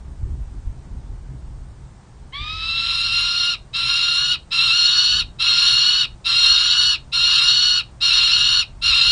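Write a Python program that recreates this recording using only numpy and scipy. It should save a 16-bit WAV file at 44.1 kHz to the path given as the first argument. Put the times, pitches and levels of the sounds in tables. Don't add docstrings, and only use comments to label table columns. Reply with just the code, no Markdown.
import sys
import numpy as np
from scipy import signal
from scipy.fft import rfft, irfft, dct, next_fast_len
from scipy.io import wavfile
from scipy.ndimage import uniform_filter1d

SR = 44100
rng = np.random.default_rng(int(sys.argv[2]) if len(sys.argv) > 2 else 0)


def how_loud(loudness_db):
    steps = np.asarray(loudness_db, float) / 20
    return 10 ** steps


def materialize(psi):
    bounded = np.clip(np.atleast_2d(psi).T, -1, 1)
    quanta = np.round(bounded * 32767).astype(np.int16)
    wavfile.write(sys.argv[1], SR, quanta)


N = 401751

# (start [s], length [s], rasp level [dB], settled pitch [Hz], final pitch [Hz])
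CALLS = [
    (2.32, 1.235, -19.5, 1309, 1408),
    (3.73, 0.63, -18, 1365, 1440),
    (4.506, 0.72, -16, 1365, 1473),
    (5.386, 0.67, -15.5, 1378, 1456),
    (6.242, .718, -15, 1381, 1463),
    (7.118, .695, -14.5, 1391, 1464),
    (8.003, 0.63, -14.5, 1394, 1454),
    (8.813, 0.76, -14.5, 1414, 1436),
]
# (overtone [number], rasp level [dB], reach below [share of pitch],
# reach above [share of pitch], clear line [dB])
OVERTONES = [(1, -18.5, 0.32, 0.19, -1.5), (2, -5, 0.29, 0.21, 0), (3, 0.5, 1, 0.21, 0),
             (4, -1, 1, 0.17, -14.5), (5, -9, 0.77, 0.015, -29), (6, -20, 0.58, 0.042, -38),
             (7, -22, 1, 0.018, -42.5)]
# (level re rasp in a loud call [dB], share of call strength felt [1],
# share of warm-up felt [1], change over the last breath [dB], slow waver [dB])
CLEAR_LINES = [(-20, .05, .25, 3, 1.17), (-6.5, 0.76, 1.08, 2, 0.75), (-3.5, 1, 0.98, -5, 1)]
# (time [s], drop [share of pitch], half length [s])
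PITCH_SLIPS = [(3.827, 0.018, 0.039), (4.0, 0.033, .02), (4.156, .03, 0.026), (4.607, .03, .025),
               (4.7, .035, 0.026), (6.321, .025, 0.031), (6.45, 0.014, 0.028), (6.585, 0.021, .025),
               (7.416, .045, 0.023), (8.112, .035, .02), (8.21, 0.025, .02), (8.29, 0.051, .022),
               (8.927, 0.068, .022), (9.014, 0.041, 0.041)]
# (frequency [Hz], width [Hz], gain [dB])
THROAT_RESONANCES = [(1052, 150, 8), (1494, 49, -10), (1781, 370, 15.5), (1852, 100, -8.5), (2168, 130, 7),
                     (2202, 76, -9), (2483, 120, -10.5), (3030, 23, -4), (3170, 230, 1), (3503, 100, -13),
                     (3759, 180, 9.5), (4640, 87, 3.5), (4802, 180, -10.5), (5010, 93, 3),
                     (5266, 120, -9.5), (6287, 846, -24), (7200, 200, -7), (8180, 650, -5.5),
                     (8570, 250, -21.5), (9196, 96, -12.5), (9530, 350, 17.5)]
# (delay [s], level [dB])
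FIRST_ECHOES = [(.0023, -15.5), (.0071, -19.5), (0.013, -16), (.018, -15)]
# (time [s], buffet level [dB])
BREEZE_LEVEL = [(0, -37), (1.6, -35.5), (2.0, -44), (3.2, -41), (4.2, -46.5), (7.8, -44), (9.11, -42.5)]
# (time [s], buffet level [dB], half length [s], rush level [dB])
GUSTS = [(.1, -33, .03, -41), (0.264, -15.5, 0.036, -36), (.36, -27, 0.047, -36.5),
         (0.563, -32, 0.061, -41), (0.683, -20, 0.018, -43), (0.788, -36, 0.035, -43),
         (.96, -28, 0.056, -38), (1.12, -33, .03, -40), (1.326, -33, 0.032, -36.5),
         (1.51, -34.5, 0.078, -45), (2.24, -32.5, 0.022, -42.5), (2.419, -27, 0.016, -39.5),
         (2.557, -31.5, .04, -45), (2.687, -37.5, 0.043, -48), (3.855, -44, 0.038, -56),
         (4.347, -45, 0.033, -50), (4.691, -45, 0.094, -51.5), (5.204, -33.5, 0.081, -42),
         (5.76, -46, .06, -44), (6.133, -40.5, .04, -52), (6.8, -45, 0.068, -47.5),
         (8.45, -43, 0.096, -44.5), (8.73, -38.5, 0.031, -53), (8.91, -34.5, 0.049, -53),
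         (9.1, -30.5, 0.051, -42.5)]
# (frequency [Hz], density [dB per Hz])
BUFFET_SPECTRUM = [(8.8, -47.5), (15, -12), (32, -2), (49, 0), (65, -2), (110, -16.5), (140, -52),
                   (240, -120)]
# (frequency [Hz], density [dB per Hz])
RUSH_SPECTRUM = [(47, -45), (80, -11), (97, -4.5), (129, 2.5), (157, -8), (183, -8), (204, -11), (420, -23),
                 (550, -46.5), (920, -120)]
# (frequency [Hz], density [dB per Hz])
CITY_SPECTRUM = [(180, -41.5), (300, -25.5), (346, -3), (412, -11), (449, -9), (615, -8.5), (907, -7.5),
                 (989, -9.5), (2550, -22), (6230, -24), (9310, -24), (12100, -67), (20500, -120)]

ATTACK_DB, ATTACK_S, SWELL_DB, SWELL_S, RELEASE_DB, RELEASE_S = -32.5, 0.008, -4, 0.05, -13, 0.035
LAST_BREATH_S, LAST_RASP_DB, WAVER_DB, LOUD_DB = 0.13, -1.5, 0.5, -15
WARM_DB, WARM_S, WARM_HZ, WARM_GLIDE_S = -14, 0.41, 240.4, 0.15
FIRST_BITE_DB, FIRST_BITE_S = 7, 0.075
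SCOOP_HZ, SCOOP_S, CLIMB_BEND = 130, 0.012, 0.75
HOOK_S, HOOK_DROP = 0.034, 0.16
TICK_DB, TICK_S = -39, 0.008
WALL_T60_S, WALL_DB, WALL_HZ = 0.19, -18.5, 3400
RUSH_DB, RUSH_FOLLOWS = -47.5, 0.22
CITY_DB = -54.5
BEND_DB, CEILING = -21.5, 1.3
GHOST_DB, GHOST_SHIFT_HZ = -55, 7820
FRAME, BAND, COARSE_FROM = 1536, 16, 64
STEP_DB, STEP_SCATTER_DB, TILT_DB, MASK_DB, MASK_HZ = 2, 4, 18, -7, 800


def falcon():
    t = np.arange(N) / SR
    rasp_db, clear_db, hz = effort(t)
    hz = sagging_pitch(t, hz)
    strain = np.clip((rasp_db + 34) / 14, 0.2, 1)
    shake = strain * walk(300)
    clear, rasp = syrinx(hz, clear_db, strain, shake)
    gate = sum(np.clip(np.minimum(t - c[0], c[0] + c[1] + 0.002 - t) / 0.00077, 0, 1) for c in CALLS)
    rough = how_loud(rasp_db + 0.21 * shake) * level(throat(rasp), -1.5)
    return opening_ticks(t) + gate * (clear + rough)


def effort(t):
    calls = np.array(CALLS)
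    current = np.maximum(np.searchsorted(calls[:, 0], t) - 1, 0)
    start, length, db, from_hz, to_hz = calls[current].T
    since = np.clip(t - start, 0, length)
    left = length - since
    cold = np.clip(t - CALLS[0][0], 0, None)

    attack_db = ATTACK_DB * np.exp(-since / ATTACK_S) + SWELL_DB * np.exp(-since / SWELL_S)
    push_db = db + attack_db + RELEASE_DB * np.clip(1 - left / RELEASE_S, 0, 1) ** 2
    warm_db = WARM_DB * np.exp(-(cold / WARM_S) ** 1.9)
    bite_db = FIRST_BITE_DB * np.exp(-cold / FIRST_BITE_S)
    last_breath = np.exp(-left / LAST_BREATH_S)

    clear_db = []
    for re_db, follows, warm_share, last_db, waver_db in CLEAR_LINES:
        strength_db = push_db + re_db + (1 - follows) * (LOUD_DB - db)
        start_db = warm_share * warm_db + bite_db
        clear_db.append(strength_db + start_db + last_db * last_breath + waver_db * walk(10))
    rasp_db = push_db + warm_db + LAST_RASP_DB * last_breath + WAVER_DB * walk(10)

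    hz = from_hz + (to_hz - from_hz) * (since / length) ** CLIMB_BEND
    hz = hz - SCOOP_HZ * np.exp(-since / SCOOP_S) - WARM_HZ * np.exp(-cold / WARM_GLIDE_S)
    return rasp_db, clear_db, hz


def sagging_pitch(t, hz):
    ends = [c[0] + c[1] for c in CALLS]
    sag = sum(np.clip((t - end) / HOOK_S + 1, 0, 1) ** 2 * (t < end + 0.05) for end in ends)
    slipped = sum(drop * np.exp(-((t - s) / half) ** 2) for s, drop, half in PITCH_SLIPS)
    return hz * (1 - HOOK_DROP * sag - slipped)


def syrinx(hz, clear_db, strain, shake):
    mean_hz = np.mean(hz)
    jitter = strain * (0.007 * walk(60) + 0.009 * walk(250))
    steady = np.exp(2j * np.pi * np.cumsum(hz) / SR)
    turn = steady * np.exp(2j * np.pi * np.cumsum(hz * jitter) / SR)
    clear, rasp = 0, 0
    for k, db, below, above, line_db in OVERTONES:
        order = int(round(k))
        flutter_db = 1.2 * strain * walk(70) + 1.2 * shake
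        line_level_db = clear_db[min(order, len(clear_db)) - 1] + line_db + flutter_db
        clear = clear + how_loud(line_level_db) * np.sqrt(2) * (turn ** order).real
        rasp_level_db = db + 1.3 * walk(25) - 10 * (1 - strain) * (order == 2)
        sideband = steady ** order * uneven_cycles(below * mean_hz, above * mean_hz)
        rasp = rasp + how_loud(rasp_level_db) * sideband.real
    return clear, rasp


def uneven_cycles(below_hz, above_hz):
    size = next_fast_len(N)
    hz = np.fft.fftfreq(size, 1 / SR)
    skirt = np.exp(-(hz / np.where(hz < 0, below_hz, above_hz)) ** 2)
    return level(np.fft.ifft(np.fft.fft(rng.standard_normal(size)) * skirt)[:N], 0)


def throat(rasp):
    def gain_db(f):
        peaks = sum(db / (1 + (2 * (f - centre) / width) ** 2) for centre, width, db in THROAT_RESONANCES)
        return peaks - 30 / (1 + (f / 880) ** 30)
    return shape(rasp, gain_db)


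def opening_ticks(t):
    since = t - np.array([c[0] + 0.002 for c in CALLS[1:]])[:, None]
    decay = np.sum((since > 0) * np.exp(-np.abs(since) / TICK_S), axis=0)
    breath = shape(rng.standard_normal(N), lambda f: -30 / (1 + (f / 1500) ** 4) - 30 / (1 + (7000 / f) ** 6))
    return how_loud(TICK_DB) * decay * breath


def ledge(voice):
    t = np.arange(SR // 3) / SR
    diffuse = shape(rng.standard_normal(len(t)),
                    lambda f: 3 / (1 + ((f - WALL_HZ) / 1500) ** 2) - 14 / (1 + (6000 / f) ** 8))
    walls = diffuse * 10 ** (-3 * t / WALL_T60_S)
    walls = how_loud(WALL_DB) * walls / np.sqrt(np.sum(walls ** 2))
    walls[0] = 1
    for s, db in FIRST_ECHOES:
        walls[int(s * SR)] += how_loud(db)
    return signal.fftconvolve(voice, walls)[:N] / np.sqrt(np.sum(walls ** 2))


def wind():
    t = np.arange(N) / SR
    breeze_db = np.interp(t, *np.transpose(BREEZE_LEVEL))
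    s, buffet_db, half, rush_db = np.transpose(GUSTS)[:, :, None]
    gusts = np.exp(-((t - s) / half) ** 2)
    steady_rush_db = RUSH_DB + RUSH_FOLLOWS * (breeze_db + 47.5)
    buffet = np.sqrt(how_loud(2 * breeze_db) + np.sum(how_loud(2 * buffet_db) * gusts, axis=0))
    rush = np.sqrt(how_loud(2 * steady_rush_db) + np.sum(how_loud(2 * rush_db) * gusts, axis=0))
    low = buffet * how_loud(1.2 * walk(11)) * coloured(BUFFET_SPECTRUM)
    return low + rush * how_loud(0.67 * walk(15)) * coloured(RUSH_SPECTRUM)


def city():
    return how_loud(CITY_DB + 0.14 * walk(1.0)) * coloured(CITY_SPECTRUM)


def level(x, db):
    return x * how_loud(db) / np.sqrt(np.mean(np.abs(x) ** 2))


def walk(rate):
    k = max(int(SR / rate), 1)
    draws = rng.standard_normal(N // 20 + 1)[:N // k + 1]
    smooth = uniform_filter1d(uniform_filter1d(np.repeat(draws, k), k), k)[:N]
    return smooth / np.std(smooth)


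def shape(x, gain_db):
    size = next_fast_len(len(x))
    hz = np.arange(size // 2 + 1) * SR / size + 1e-3
    return irfft(rfft(x, size) * how_loud(gain_db(hz)), size)[:len(x)]


def coloured(points):
    hz, db = np.transpose(points)
    noise = rng.standard_normal(N)
    return level(shape(noise, lambda f: np.interp(np.log(f), np.log(hz), db, -90, -90)), 0)


def scene():
    return (ledge(falcon()) + wind() + city())[None]


def spectral_rounding(x):
    window = np.sin(np.pi * (np.arange(2 * FRAME) + 0.5) / (2 * FRAME))
    blocks = np.pad(x, (FRAME, 2 * FRAME - N % FRAME)).reshape(-1, FRAME)
    frames = np.hstack([blocks[:-1], blocks[1:]])
    a, b, c, d = np.split(frames * window, 4, axis=1)
    lines = dct(np.hstack([-c[:, ::-1] - d, a - b[:, ::-1]]), 4, norm="ortho")

    reach = int(MASK_HZ * 2 * FRAME / SR)
    energy = lines ** 2 * (np.arange(FRAME) >= COARSE_FROM) + 1e-18
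    near = np.abs(uniform_filter1d(uniform_filter1d(energy, reach), reach)) * how_loud(2 * MASK_DB)
    bands = (energy * how_loud(2 * STEP_DB) + near).reshape(len(lines), -1, BAND).mean(axis=2)
    tilt_db = TILT_DB * (np.linspace(0, 1, bands.shape[1]) - 0.2)
    scatter_db = STEP_SCATTER_DB * rng.standard_normal(bands.shape) + tilt_db
    step = np.repeat(np.sqrt(bands) * how_loud(scatter_db), BAND, axis=1)
    error = np.sign(lines) * np.floor(np.abs(lines) / step + 0.42) * step - lines
    error[:, :COARSE_FROM] = 0

    power = (np.gradient(frames, axis=1) ** 2).reshape(len(frames), 8, -1).mean(axis=2)
    error[power.max(axis=1) > 30 * power.min(axis=1)] = 0

    p, q = np.split(dct(error, 4, norm="ortho"), 2, axis=1)
    back = np.hstack([q, -q[:, ::-1], -p[:, ::-1], -p]) * window
    return x + (back[1:, :FRAME] + back[:-1, FRAME:]).ravel()[:N]


def band_limit(x):
    return signal.sosfilt(signal.butter(12, 15700, fs=SR, output="sos"), x)


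def record(dry):
    sound = dry[0]
    rumble = shape(sound ** 2, lambda f: -40 / (1 + (f / 150) ** 4))
    bent = CEILING * np.tanh(sound / CEILING) + how_loud(BEND_DB) * rumble
    cut = shape(spectral_rounding(bent), lambda f: -70 / (1 + (9700 / f) ** 80))

    def middle_db(f):
        low_cut = -80 / (1 + (f / 2400) ** 20)
        high_cut = -60 / (1 + (8000 / f) ** 20)
        return low_cut + high_cut + 12 / (1 + (5000 / f) ** 20)

    middle = signal.hilbert(shape(sound, middle_db), next_fast_len(N))[:N]
    ghost = (middle * np.exp(2j * np.pi * GHOST_SHIFT_HZ * np.arange(N) / SR)).real
    mix = (cut + how_loud(GHOST_DB) * ghost)[None]
    return band_limit(mix)


dry = scene()
out = record(dry)
materialize(out)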